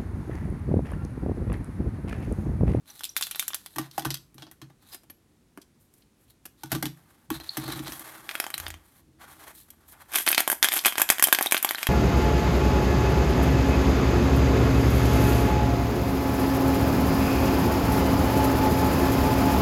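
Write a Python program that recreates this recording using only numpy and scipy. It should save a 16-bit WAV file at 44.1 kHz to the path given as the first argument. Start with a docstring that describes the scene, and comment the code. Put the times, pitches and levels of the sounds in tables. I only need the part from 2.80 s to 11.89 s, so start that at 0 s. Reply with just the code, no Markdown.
"""Hands play with filled plastic eggs from a plastic bucket in a quiet room.
First a yellow egg is turned over: small hard pieces slide and click inside its thin shell.
Then eggs knock together and set the bucket booming, while fingers tap and rub the plastic.
Next a lilac egg is turned and stroked. From about 7.3 s it is shaken hard, so close to the
microphone that the sharpest clicks just overload it."""
import sys
import numpy as np
from scipy import signal
from scipy.fft import rfft, irfft
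from scipy.io import wavfile
from scipy.ndimage import uniform_filter1d

SR = 44100
rng = np.random.default_rng(int(sys.argv[2]) if len(sys.argv) > 2 else 0)


def put_to_file(sound):
    """Save the sound as 16-bit audio at rate SR, in the file named by the first command-line argument."""
    columns = np.atleast_2d(sound).T  # one column per channel
    safe = np.clip(columns, -1, 1)
    whole_steps = np.round(safe * 32767)
    wavfile.write(sys.argv[1], SR, whole_steps.astype(np.int16))


N = 400848
SIZE, TOP_HZ = 4096, 16200  # samples in one short sound; upper limit of the treble

# Tone colour of hard contacts, then of rubbing. Each row: frequency in Hz, level in dB.
CONTACT_COLOUR = [(30, -45.5), (130, -20.5), (320, -3), (480, -12), (750, -2), (1700, -0.5), (2450, -2),
                  (3350, -1.5), (4200, -4.5), (5400, -3), (7000, -2.5), (9500, 1), (12300, 7), (14000, 1.5),
                  (16000, -16)]
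RUB_COLOUR = [(30, -30), (180, -14.5), (320, -3.5), (480, -2.5), (780, 5), (1700, 3.5), (2800, -3.5),
              (3500, -0.5), (4200, 0.5), (4900, -3.5), (7500, -3), (12200, 4), (14000, 1.5), (16000, -9)]
# Notes the lilac shell rings at. Each row: pitch in Hz, level in dB, fade time in seconds.
LILAC_MODES = [(759, 9.5, 0.013), (1137, 9.5, 0.007), (1654, 3.5, 0.042), (2280, -7.5, 0.051),
               (2523, 5.5, 0.024), (3190, 3.5, 0.059), (3590, 4.5, 0.015), (5190, -11, 0.065),
               (7550, -21, 0.044), (9380, 6.5, 0.019), (11700, -15, 0.017), (12100, 9.5, 0.0087)]
# Eggs knocking together. Each row: start in seconds, then level, brightness, shell ring,
# boom of the bucket's base and boom of its wall, all in dB.
EGG_KNOCKS = [(0.9606, -37, 3, -3.5, -39, -45.5), (0.9844, -27, 1.5, -2.5, -36, -36.5),
              (1.112, -48.5, 26, 15, -73, -67), (1.179, -31.5, 3, -2.5, -40, -53),
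              (1.195, -35.5, 14, 4, -69, -58), (1.222, -43, 0, 5, -70, -52), (1.2498, -33, 3, 3, -62, -55),
              (1.2536, -28, -3, -3, -27, -39.5), (1.3052, -29, 13, 8, -42.5, -49),
              (1.3425, -30.5, 19.5, 7.5, -64, -72), (1.544, -56, 19, -5, -49, -60.5),
              (1.582, -48.5, -2, 7, -47, -71), (1.6224, -42, -6, 11.5, -75, -55),
              (1.6678, -51.5, -14, 11, -77, -62), (1.7136, -48, 11, -4, -66, -76),
              (1.8166, -45.5, -1, 4, -41, -53.5), (1.9, -58, -10, -1, -78, -78),
              (3.8349, -37.5, 5, 1, -40, -49), (3.9178, -25.5, 7, -4, -25.5, -40),
              (3.925, -30.5, 0, 4, -61, -49), (3.9505, -32.5, 2, 2, -46, -37.5),
              (4.0265, -27.5, 4, -2.5, -32, -38), (4.0563, -30.5, 8, 4.5, -42, -41),
              (4.5032, -30, 0, -5, -51, -34), (4.6009, -42.5, -1, 2, -71, -54),
              (4.771, -29, 6, -3, -35, -39), (4.88, -37.5, 0, -10, -50, -41),
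              (4.9207, -38.5, 11, -2, -45, -58), (4.993, -40, 2, 5, -43, -41.5),
              (5.0796, -38.5, 3, 3, -45, -49), (5.1218, -37, 5, 3, -68, -55),
              (5.1947, -39.5, 19, -6, -70, -58)]
# Eggs scraping or their filling rolling, then the swings of the shaken egg.
# Each row: start and length in seconds, level and brightness in dB.
EGG_SCRAPES = [(.055, 0.063, -52.5, 4), (.13, .18, -54, 9), (.355, 0.025, -41, 2), (.405, 0.058, -41, 28),
               (.47, 0.2, -53, 8), (.575, 0.041, -43, 21), (.66, 0.21, -60.5, 10), (.86, 0.11, -60.5, 12),
               (.99, 0.062, -48, -9), (1.11, 0.08, -54, 6), (1.26, .09, -62, 3), (1.57, 0.083, -58.5, -4),
               (2.0, 0.074, -64, 0), (2.065, 0.06, -54.5, 7), (2.11, 0.033, -49.5, 5),
               (3.475, 0.03, -61, 12), (3.77, 0.27, -63, 5), (3.9, 0.045, -46, -6), (4.51, 0.044, -40, 0),
               (4.6, 0.36, -50.5, 1), (4.745, 0.097, -47, -10), (4.84, 0.13, -43.5, -8.5),
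               (5.04, 0.048, -40.5, -6), (6.74, .075, -53, 17), (7.08, 0.041, -60.5, 13)]
SHAKES = [(7.315, .03, -31, 6), (7.345, 0.036, -22.5, 10), (7.38, 0.031, -26.5, 20),
          (7.466, 0.051, -18, 13.5), (7.571, 0.028, -23.5, 3), (7.7, .035, -27, 22), (7.822, .04, -22.5, 0),
          (7.91, 0.066, -20.5, 8), (8.025, 0.04, -33, 7), (8.055, 0.031, -20.5, 16),
          (8.171, 0.037, -24.5, 2), (8.283, 0.038, -28, 2), (8.425, 0.064, -31.5, 0),
          (8.523, 0.019, -27, 6), (8.608, 0.058, -28.5, 1), (8.713, .06, -28, 10), (8.822, 0.062, -33, -5),
          (8.886, 0.044, -33.5, 13), (8.963, 0.089, -33.5, 1)]


def undb(db):
    """Turn decibels into a gain."""
    return 10 ** (np.asarray(db) / 20)


def unit(x):
    """Scale a sound to an average (rms) strength of 1."""
    return x / np.sqrt(np.mean(x ** 2))


def fade(t, t60):
    """Die away by 60 dB every t60 seconds."""
    return np.exp(-np.log(1000) * t / t60)


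def add(out, start, sound):
    """Mix a sound in at a start time in seconds."""
    i = max(int(round(start * SR)), 0)
    out[i:i + len(sound)] += sound[:max(N - i, 0)]


def colour(points, size):
    """Draw a gain curve over frequency through (Hz, dB) points."""
    hz, db = np.transpose(points)
    return undb(np.interp(np.log(np.arange(size // 2 + 1) * SR / size + 1), np.log(hz), db))


def causal(gain):
    """Turn a gain curve into a filter that makes no sound before the blow (minimum phase)."""
    cepstrum = irfft(np.log(gain))
    half = len(cepstrum) // 2
    return np.exp(rfft(np.r_[cepstrum[0], 2 * cepstrum[1:half]], 2 * half))


def band(x, low_hz, high_hz):
    """Keep what lies between two frequencies."""
    return signal.sosfilt(signal.butter(4, [low_hz, high_hz], "band", fs=SR, output="sos"), x)


def ring(modes, t, scatter_db, detune, blur_hz):
    """Fading notes (modes): the spot hit favours some, the grip shifts them, loose parts blur them."""
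    hz, db, t60 = np.transpose(modes)[:, :, None]
    strength, shift = rng.standard_normal((2, len(modes), 1))
    drift = np.sqrt(2 * np.pi * blur_hz / SR) * np.cumsum(rng.standard_normal((len(modes), len(t))), 1)
    phase = 2 * np.pi * hz * (1 + detune * shift) * t + drift
    return np.sum(undb(db + scatter_db * strength) * np.sin(phase) * fade(t, t60), axis=0)


def band_levels(level, bright, ringing, count):
    """Share a level among bands: brightness favours the high ones, ringing lifts the second highest."""
    db = np.linspace(0, bright, count) + ringing * (np.arange(count) == count - 2)
    return level + db - 10 * np.log10(np.sum(undb(db) ** 2))


def shape_blow(blow, levels_db, edges, span_s):
    """Hardness and place of contact set how loud each band is in a blow's first span_s seconds."""
    hz = np.arange(SIZE // 2 + 1) * SR / SIZE
    centres = np.sqrt(np.multiply(edges[:-1], edges[1:]))
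    spectrum = rfft(blow, SIZE) * causal(colour(CONTACT_COLOUR, SIZE))
    n = int(span_s * SR)
    for _ in range(2):
        power = 2 * np.abs(rfft(irfft(spectrum)[:n], SIZE)) ** 2 / (SIZE * n)
        own_db = 10 * np.log10([power[(hz >= lo) & (hz < hi)].sum() for lo, hi in zip(edges, edges[1:])])
        spectrum = spectrum * causal(colour(np.c_[centres, levels_db - own_db], SIZE))
    return irfft(spectrum)


def push(start, length, attack_s, release_t60):
    """Strength of one hand movement: it builds up, holds and dies away."""
    out = np.zeros(N)
    t = np.arange(int((attack_s + length + release_t60) * SR)) / SR - attack_s
    rise = np.clip(t / attack_s / 2 + .5, 0, 1) ** 3
    add(out, start - attack_s, rise * fade(np.maximum(t - length, 0), release_t60))
    return out


def slips(per_second, spread_db):
    """Surfaces stick, then let go in tiny jerks of random time and size."""
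    size = undb(spread_db * np.minimum(rng.exponential(size=N), 4))
    return (rng.random(N) < per_second / SR) * rng.choice([-1, 1], N) * size


def chatter(t, t60, spread_db):
    """A quick run of uneven contacts that dies away."""
    contacts = (rng.random(len(t)) < .1) * rng.standard_normal(len(t))
    return contacts * undb(spread_db * rng.standard_normal(len(t))) * fade(t, t60)


def room_tone():
    """The room's low steady rumble, with a faint hiss."""
    # Tone colour of the quiet room. Each row: frequency in Hz, level in dB.
    rumble_colour = [(20, -22.5), (60, 0.5), (130, -2), (300, -4), (600, -17.5), (1200, -21.5), (2500, -25),
                     (5000, -27.5), (11000, -28.5), (16000, -38)]
    return undb(-63.5) * unit(irfft(rfft(rng.standard_normal(N)) * colour(rumble_colour, N), N))


def room_echo(x, tail_db=-15.5, early_db=-16.5):
    """Add quick echoes from bucket and table, then the short tail of a furnished room."""
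    t = np.arange(SR // 2) / SR
    mid = band(rng.standard_normal(len(t)), 228, 7500) * fade(t, t60=.25)
    treble = band(rng.standard_normal(len(t)), 6300, TOP_HZ) * fade(t, t60=.3)
    tail = (mid + undb(-4.5) * treble) * (t > .005)
    early = band(rng.standard_normal(len(t)), 360, TOP_HZ) * fade(t, t60=.013) * (t > .002)
    response = (undb(tail_db) * unit(tail) + undb(early_db) * unit(early)) / np.sqrt(len(t))
    return x + signal.fftconvolve(x, response)[:N]


def drone(modes, t, rise_s):
    """Sticking and slipping keeps the bucket's notes sounding at an even strength."""
    jerks = slips(per_second=1500, spread_db=1)
    response = ring(modes, t, scatter_db=0, detune=0, blur_hz=0) * (1 - np.exp(-t / rise_s))
    sound = signal.fftconvolve(jerks, response)[:N]
    return unit(sound / np.sqrt(uniform_filter1d(sound ** 2, size=SIZE) + 1e-12))


def bucket(base_db=-6.5, wall_db=5, drag_db=1, rise_s=.0083, attack_s=.019, release_t60=.33):
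    """The bucket booms under each knock, and drones as it rocks or as eggs drag over it."""
    # Notes of the rocking bucket, its base and its wall.
    # Each row: pitch in Hz, level in dB, fade time in seconds.
    rock_modes = [(60, 1, 0.4), (82, 0, 0.81)]
    base_modes = [(61.5, -4, 0.22), (136.6, 10.5, 0.31), (164, -0.5, 0.39)]
    wall_modes = [(250, -1.5, 0.09), (308, -4.5, 0.14), (319.7, 3.5, 0.096), (439, -7.5, 0.055)]
    # The pile of eggs dragging. Each row: start and length in seconds, base and wall levels in dB.
    drags = [(4.487, 0.054, -44.5, -63), (4.777, 0.22, -43, -44.5), (5.032, 0.052, -56, -55.5),
             (5.166, 0.35, -68, -60), (5.73, 0.23, -62.5, -61.5), (6.198, 0.58, -69.5, -67)]
    # The bucket rocking on the table. Each row: start and length in seconds, level in dB.
    rocks = [(4.49, 0.092, -51), (4.79, 0.32, -56.5), (5.783, .15, -47), (6.2, 1.1, -68)]
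    out, t = np.zeros(N), np.arange(SR // 2) / SR
    swell = 1 - np.exp(-(t / rise_s) ** 2)
    for start, *_, base, wall in EGG_KNOCKS:
        for modes, db in (base_modes, base + base_db), (wall_modes, wall + wall_db):
            boom = ring(modes, t, scatter_db=2, detune=.015, blur_hz=0) * swell
            add(out, start, undb(db) * boom / np.std(boom[:int(.03 * SR)]))
    rocking, base_drone, wall_drone = (drone(m, t, rise_s) for m in (rock_modes, base_modes, wall_modes))
    for start, length, base, wall in drags:
        dragging = undb(base + drag_db) * base_drone + undb(wall + drag_db) * wall_drone
        out += push(start, length, attack_s, release_t60) * dragging
    for start, length, level in rocks:
        out += push(start, length, attack_s, release_t60) * undb(level + drag_db) * rocking
    return band(out, 37, 490)


def friction(moves, tone_colour, level_db, ring_db, attack_s, release_t60, sing_hz, sing_width_hz,
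             sing_db, slips_per_s, spread_db, flutter_db, flutter_per_s, smear_db, smear_t60):
    """Rubbing: tiny slips come in uneven spurts, and each briefly rings a different spot of shell."""
    # Borders of the low, middle and high bands in Hz.
    edges = [250, 2500, 7000, 16000]
    t, time = np.arange(SIZE) / SR, np.arange(N) / SR
    spurts = np.interp(time * flutter_per_s, np.arange(SIZE), rng.standard_normal(SIZE))
    jerks = slips(slips_per_s, spread_db) * undb(flutter_db * spurts)
    energy = np.abs(signal.fftconvolve(jerks ** 2, fade(t, smear_t60) ** 2)[:N])
    smear = np.sqrt(energy) * rng.standard_normal(N)  # a short noisy ring after each slip
    hz = np.arange(N // 2 + 1) * SR / N
    sing = 1 + undb(sing_db) / (1 + 2j * (hz - sing_hz) / sing_width_hz)  # the shell's strongest note
    spectrum = rfft(jerks + undb(smear_db) * smear) * colour(tone_colour, N) * sing
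    below = [1 / (1 + (hz / edge) ** 6) for edge in edges]
    bands = np.array([unit(irfft(spectrum * share, N)) for share in np.diff(below, axis=0)])
    out = np.zeros(N)
    for start, length, level, bright in moves:
        gains = undb(band_levels(level + level_db, bright, ring_db, count=3))
        out += push(start, length, attack_s, release_t60) * (gains @ bands)
    return out


def finger_strokes():
    """Skin rubs softly over a shell."""
    # Finger strokes. Each row: start and length in seconds, level and brightness in dB.
    strokes = [(2.99, 0.046, -65, 17), (3.11, 0.1, -65, 12), (3.37, 0.065, -67, 10), (3.63, .035, -71, 2),
               (4.12, 0.32, -64.5, -3), (4.95, .1, -44.5, -2.5), (5.08, 0.095, -41.5, 3.5),
               (5.19, 0.059, -51, -1), (5.255, 0.048, -42.5, -3), (5.33, 0.28, -50.5, -3.5),
               (5.47, 0.31, -48, -1), (5.78, 0.08, -46.5, -5), (5.9, 0.12, -61, -6), (6.03, 0.16, -62, 3),
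               (6.39, 0.07, -48.5, -8), (6.475, 0.066, -50.5, -0.5), (6.585, 0.11, -48, -2.5),
               (6.73, 0.093, -56.5, 21), (6.83, 0.19, -67, -3), (7.0, .05, -63, -7), (7.06, 0.058, -55, 13),
               (7.125, 0.017, -53, -23), (7.18, 0.04, -50.5, -4), (7.27, .05, -51.5, -2)]
    return friction(strokes, RUB_COLOUR, level_db=-1, ring_db=-7.5, attack_s=.022, release_t60=.18,
                    sing_hz=3260, sing_width_hz=140, sing_db=-2, slips_per_s=5700, spread_db=1.5,
                    flutter_db=3.85, flutter_per_s=81, smear_db=-15.5, smear_t60=.0041)


def finger_taps(level_db=-.5, ring_db=-37):
    """A fingertip lands, skids for a moment and muffles the shell."""
    # Finger landings. Each row: start in seconds, then level, brightness and shell ring in dB.
    taps = [(2.145, -41, 12.5, -4), (2.234, -59, 1, -5), (2.298, -49.5, -4, 3), (2.775, -42, -12.5, -7),
            (2.815, -53.5, 29, 12), (3.138, -60, 33, 1), (3.2207, -63, 6, 22), (3.6539, -41, 12, -2),
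            (6.903, -46.5, 29, 0.5)]
    # Borders of the four bands in Hz.
    edges = [170, 500, 2500, 7000, 16000]
    out, t = np.zeros(N), np.arange(SIZE) / SR
    for start, level, bright, ringing in taps:
        notes = ring(LILAC_MODES, t, scatter_db=3, detune=.03, blur_hz=90) * fade(t, t60=.03)
        shell = (t == 0) + undb(ring_db) * notes
        touch = signal.fftconvolve(chatter(t, t60=.049, spread_db=2.5), shell)[:SIZE]
        levels = band_levels(level + level_db, bright, ringing, count=4)
        add(out, start, shape_blow(touch, levels, edges, span_s=.015))
    return out


def shell_squeaks(level_db=4.5, waver=.04):
    """A glancing touch makes one note of a shell sing briefly, with an unsteady pitch."""
    # Squeaks and pops. Each row: start in seconds, pitch in Hz, level in dB, swell time in seconds.
    squeaks = [(.101, 5980, -45.5, 0.0017), (0.292, 5870, -36.5, 0.0017), (1.1795, 784, -23.5, 0.0024),
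               (2.115, 4980, -53, 0.014), (2.301, 11700, -44.5, 0.0038), (3.834, 876, -36.5, .0017),
               (4.548, 4140, -47, .005), (4.606, 4100, -45, 0.0037), (4.6919, 4170, -25, 0.0015),
               (4.859, 4300, -44.5, .0047), (4.92, 4020, -42, 0.0033), (5.079, 4120, -39, 0.0024),
               (5.602, 5300, -31.5, 0.00097), (5.74, 3980, -26.5, 0.0015), (7.846, 3230, -25, 0.0042),
               (8.061, 3190, -30, 0.012), (8.438, 3200, -26.5, 0.0072), (8.669, 3800, -20, .001),
               (8.956, 3980, -28.5, 0.00092)]
    out, t = np.zeros(N), np.arange(SIZE) / SR
    for start, hz, db, swell in squeaks:
        pitch = hz * (1 + waver * unit(uniform_filter1d(rng.standard_normal(SIZE), size=30)))
        strength = undb(db + level_db) * t / swell * np.exp(1 - t / swell)
        add(out, start, strength * np.sin(2 * np.pi * np.cumsum(pitch) / SR))
    return out


def egg_scrapes():
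    """An egg scrapes on other eggs, or its filling rolls over inside."""
    return friction(EGG_SCRAPES, RUB_COLOUR, level_db=-1, ring_db=1, attack_s=.026, release_t60=.11,
                    sing_hz=3920, sing_width_hz=750, sing_db=5.5, slips_per_s=5700, spread_db=5,
                    flutter_db=2.5, flutter_per_s=81, smear_db=-11.5, smear_t60=.0088)


def egg_knocks(level_db=-1.5, first_db=7.5, jostle_db=-12, ring_db=-37):
    """An egg lands on others: the shells ring while they and their fillings jostle to rest."""
    # Notes of the piled eggs. Each row: pitch in Hz, level in dB, fade time in seconds.
    pile_modes = [(780, -22, 0.056), (800, -12, 0.075), (1150, -5.5, 0.044), (1513, -5, 0.095),
                  (1940, 8.5, 0.013), (2470, -14, .03), (3270, -2, 0.053), (4080, -2.5, 0.049),
                  (6300, 5, 0.014), (12300, -20, 0.019)]
    # Borders of the four bands in Hz.
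    edges = [500, 1100, 2500, 7000, 16000]
    out, t = np.zeros(N), np.arange(SIZE) / SR
    for start, level, bright, ringing, _, _ in EGG_KNOCKS:
        landing = undb(first_db) * (t == 0) + chatter(t, t60=.035, spread_db=2.2)
        jostle = undb(jostle_db) * chatter(t, t60=.11, spread_db=6.4)
        shells = (t == 0) + undb(ring_db) * ring(pile_modes, t, scatter_db=3, detune=.04, blur_hz=70)
        knock = signal.fftconvolve(landing + jostle, shells)[:SIZE]
        levels = band_levels(level + level_db, bright, ringing, count=4)
        add(out, start, shape_blow(knock, levels, edges, span_s=.015))
    return out


def sliding_filling():
    """Each shake sends the filling sliding along the shell."""
    return friction(SHAKES, CONTACT_COLOUR, level_db=-7, ring_db=-4.5, attack_s=.013, release_t60=.14,
                    sing_hz=3250, sing_width_hz=350, sing_db=2, slips_per_s=1200, spread_db=-4.5,
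                    flutter_db=5, flutter_per_s=280, smear_db=12, smear_t60=.022)


def stray_hits(moves, count, level_db, spread_db, lag_s, bright_db):
    """Small hits scattered at random through each movement, as rows for clicks()."""
    rows = []
    for start, length, level, _ in moves:
        times = start + rng.random(count) * (length + lag_s)
        size, hardness, ringing = rng.standard_normal((3, count))
        rows += zip(times, level + level_db + spread_db * size, bright_db + 6 * hardness, 4 * ringing)
    return rows


def clicks(hits, modes, level_db, flex_hz, flex_t60, flex_db, crack_db, crack_t60,
           buzz_db, buzz_t60, ring_db, bounce_db):
    """A hard piece hits the shell: the wall flexes once, crowded high notes crack, a few ring on."""
    # Borders of the low, middle and high bands in Hz.
    edges = [500, 2500, 7000, 16000]
    out, t = np.zeros(N), np.arange(SIZE) / SR
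    spot_hz = np.geomspace(900, TOP_HZ, 16)
    for start, level, bright, ringing in hits:
        pitch = flex_hz * np.exp(.094 * rng.standard_normal())
        flex = undb(flex_db) * np.cos(2 * np.pi * pitch * t) * fade(t, flex_t60)
        decay = undb(crack_db) * fade(t, crack_t60) + undb(buzz_db) * fade(t, buzz_t60)
        # small patches of shell give off mostly treble
        crack = signal.lfilter([1, -1], [1, -.75], rng.standard_normal(SIZE) * decay)
        notes = undb(ring_db) * ring(modes, t, scatter_db=4, detune=.012, blur_hz=50)
        blow = (t == 0) + flex + crack + notes
        lag = int(rng.uniform(.001, .006) * SR)
        blow[lag:] += undb(bounce_db) * rng.random() * blow[:-lag]  # the piece tips and touches again
        # every spot on the shell has its own tone colour
        spot = colour(np.c_[spot_hz, 2.5 * rng.standard_normal(len(spot_hz))], SIZE)
        blow = irfft(rfft(blow) * causal(spot))
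        levels = band_levels(level + level_db, bright, ringing, count=3)
        add(out, start, shape_blow(blow, levels, edges, span_s=.005))
    return out


def yellow_egg():
    """Pieces click inside the turning yellow egg; small stray clicks also go with every scrape."""
    # Pieces hitting the shell. Each row: start in seconds, then level, brightness and shell ring in dB.
    hits = [(0.1938, -41.5, 16.5, 8.5), (0.2079, -37, -4, 0), (0.2353, -32, 9.5, 6.5),
            (0.2422, -27, 23, 12), (0.2526, -31, 18.5, 9.5), (0.3656, -20.5, 5, -1),
            (0.3753, -27.5, 20.5, 7), (0.411, -26.5, 6, -2.5), (0.4246, -21.0, 9, 9.5),
            (0.4368, -33.5, 18.5, 14.5), (0.469, -32.5, 7.5, 2), (0.5119, -27.5, 10.5, -1.5),
            (0.5482, -34.5, -8, 11.5), (0.5586, -31.5, 6, -5), (0.5957, -19.5, 8.5, 3.5),
            (0.6262, -32, 0.5, -2.5), (0.6808, -23, 15.5, -1.5), (0.7048, -38, -7.5, 3),
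            (0.7333, -32, -12, 11), (0.7454, -24, 11.5, 0.5), (0.8613, -36, 7, 0.5)]
    # Notes of the yellow shell. Each row: pitch in Hz, level in dB, fade time in seconds.
    modes = [(850, -20, 0.017), (1490, -7, 0.01), (3190, -9.5, 0.083), (3540, 2, .035), (4000, -7, 0.1),
             (5950, -12.5, .015), (8500, -11.5, .015), (10800, 3.5, .015)]
    strays = stray_hits(EGG_SCRAPES, count=3, level_db=-8, spread_db=2, lag_s=.0069, bright_db=3)
    return clicks(list(hits) + strays, modes, level_db=-1.5, flex_hz=1400, flex_t60=.0034, flex_db=-23,
                  crack_db=-7, crack_t60=.003, buzz_db=-16, buzz_t60=.058, ring_db=-22.5, bounce_db=-16)


def lilac_egg():
    """Pieces click inside the lilac egg as it is turned over, then rattle as it is shaken hard."""
    # Pieces hitting the shell. Each row: start in seconds, then level, brightness and shell ring in dB.
    hits = [(5.4918, -28.5, -12, 7), (5.5121, -35, -5, 4), (5.5534, -25.5, -8.5, -0.5),
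            (5.6009, -20.5, 0.5, -4), (5.6414, -30, -7, -1), (5.666, -31, -7, -3), (5.7033, -34, 0, -7),
            (5.7419, -27.5, 2, 1), (5.7798, -29.5, 7, -2), (5.8003, -31.0, 4, -3), (5.8663, -30, -13, 9),
            (5.8817, -35, 4, -5), (5.9039, -35, -2, 1), (5.9414, -40.5, -7.5, 4), (7.3442, -28, -35, 14.5),
            (7.3643, -26.5, -15, 6), (7.3845, -24.5, 8, -3), (7.4645, -24, 12, 5), (7.4768, -16.5, -11, 6),
            (7.4882, -16, 12, -8), (7.5158, -17, 14, -11), (7.5288, -19.5, -7, 7), (7.5472, -20, 5, 5),
            (7.5797, -12.5, -3.5, 2.5), (7.6046, -17.0, 4, -5.5), (7.6771, -17.5, 0.5, -7.5),
            (7.7001, -16.5, 3, -12), (7.7176, -19, 9, -10), (7.728, -23.5, -2, -17),
            (7.8279, -11, 2.5, 4.5), (7.8385, -20, 9, -10), (7.8446, -12.5, -0.5, -2.5),
            (7.8868, -19, 3, 3), (7.9201, -23.5, -7, 4.5), (7.9374, -19, 8.5, -15), (7.9656, -25, 15, -13),
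            (7.9913, -25, 7, 18), (8.0496, -17.5, -8, 5.5), (8.0584, -12.5, 2.5, -2), (8.067, -18, -1, -4),
            (8.0813, -23, -13, 7), (8.1239, -28.0, -5, 1), (8.1557, -29.5, -7, 1), (8.1814, -19.0, 0, -3),
            (8.1983, -21, -0.5, -16), (8.2177, -10, 5.5, -7.5), (8.2904, -20.5, 7, 6),
            (8.3014, -7.5, 2, -4.5), (8.3223, -23.5, 3, -19), (8.3834, -28, -1, 0), (8.3966, -20, -2.5, -5),
            (8.4251, -10.5, 5.5, -5), (8.4398, -9, 14.5, -3.5), (8.4717, -20.5, 4, -10),
            (8.4854, -23.5, -2, -5), (8.5268, -8, 1.5, -5), (8.5484, -18, 4, 2), (8.5876, -18.0, -4, -4),
            (8.6103, -18.5, -5, -17), (8.6259, -20.0, 19, 1), (8.6609, -20.5, 1, -5), (8.7116, -24, 9, 0),
            (8.7226, -12, 0.5, -6), (8.7456, -16.5, -7, 0), (8.7677, -21.5, -9, 10), (8.7775, -24, 9, -1),
            (8.8276, -20, 14, -9), (8.8473, -15.0, 2, -7), (8.8907, -23.5, 4, 6), (8.9093, -19.5, -1.5, -9),
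            (8.9478, -25.5, -8, -1.5), (8.9833, -30, -8, 5), (9.0303, -22.5, -1, 1.5),
            (9.0696, -19, -1.5, 0)]
    strays = stray_hits(SHAKES, count=4, level_db=-9, spread_db=-.5, lag_s=.005, bright_db=-4)
    return clicks(list(hits) + strays, LILAC_MODES, level_db=-.5,
                  flex_hz=1710, flex_t60=.0022, flex_db=0, crack_db=-9.5, crack_t60=.0051,
                  buzz_db=-14, buzz_t60=.048, ring_db=-26.5, bounce_db=-14.5)


def scene():
    """Eggs, fingers and bucket together in the room, as one channel."""
    hits = yellow_egg() + lilac_egg() + egg_knocks() + finger_taps()
    rubbing = shell_squeaks() + finger_strokes() + egg_scrapes() + sliding_filling()
    return (room_echo(hits + rubbing + bucket()) + room_tone())[None]


def record(dry):
    """The sharpest clicks are clipped at full scale, then the highest treble is cut steeply."""
    treble_cut = signal.ellip(8, .2, 60, TOP_HZ, fs=SR, output="sos")
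    return signal.sosfilt(treble_cut, np.clip(dry, -1, 1))


dry = scene()
out = record(dry)
put_to_file(out)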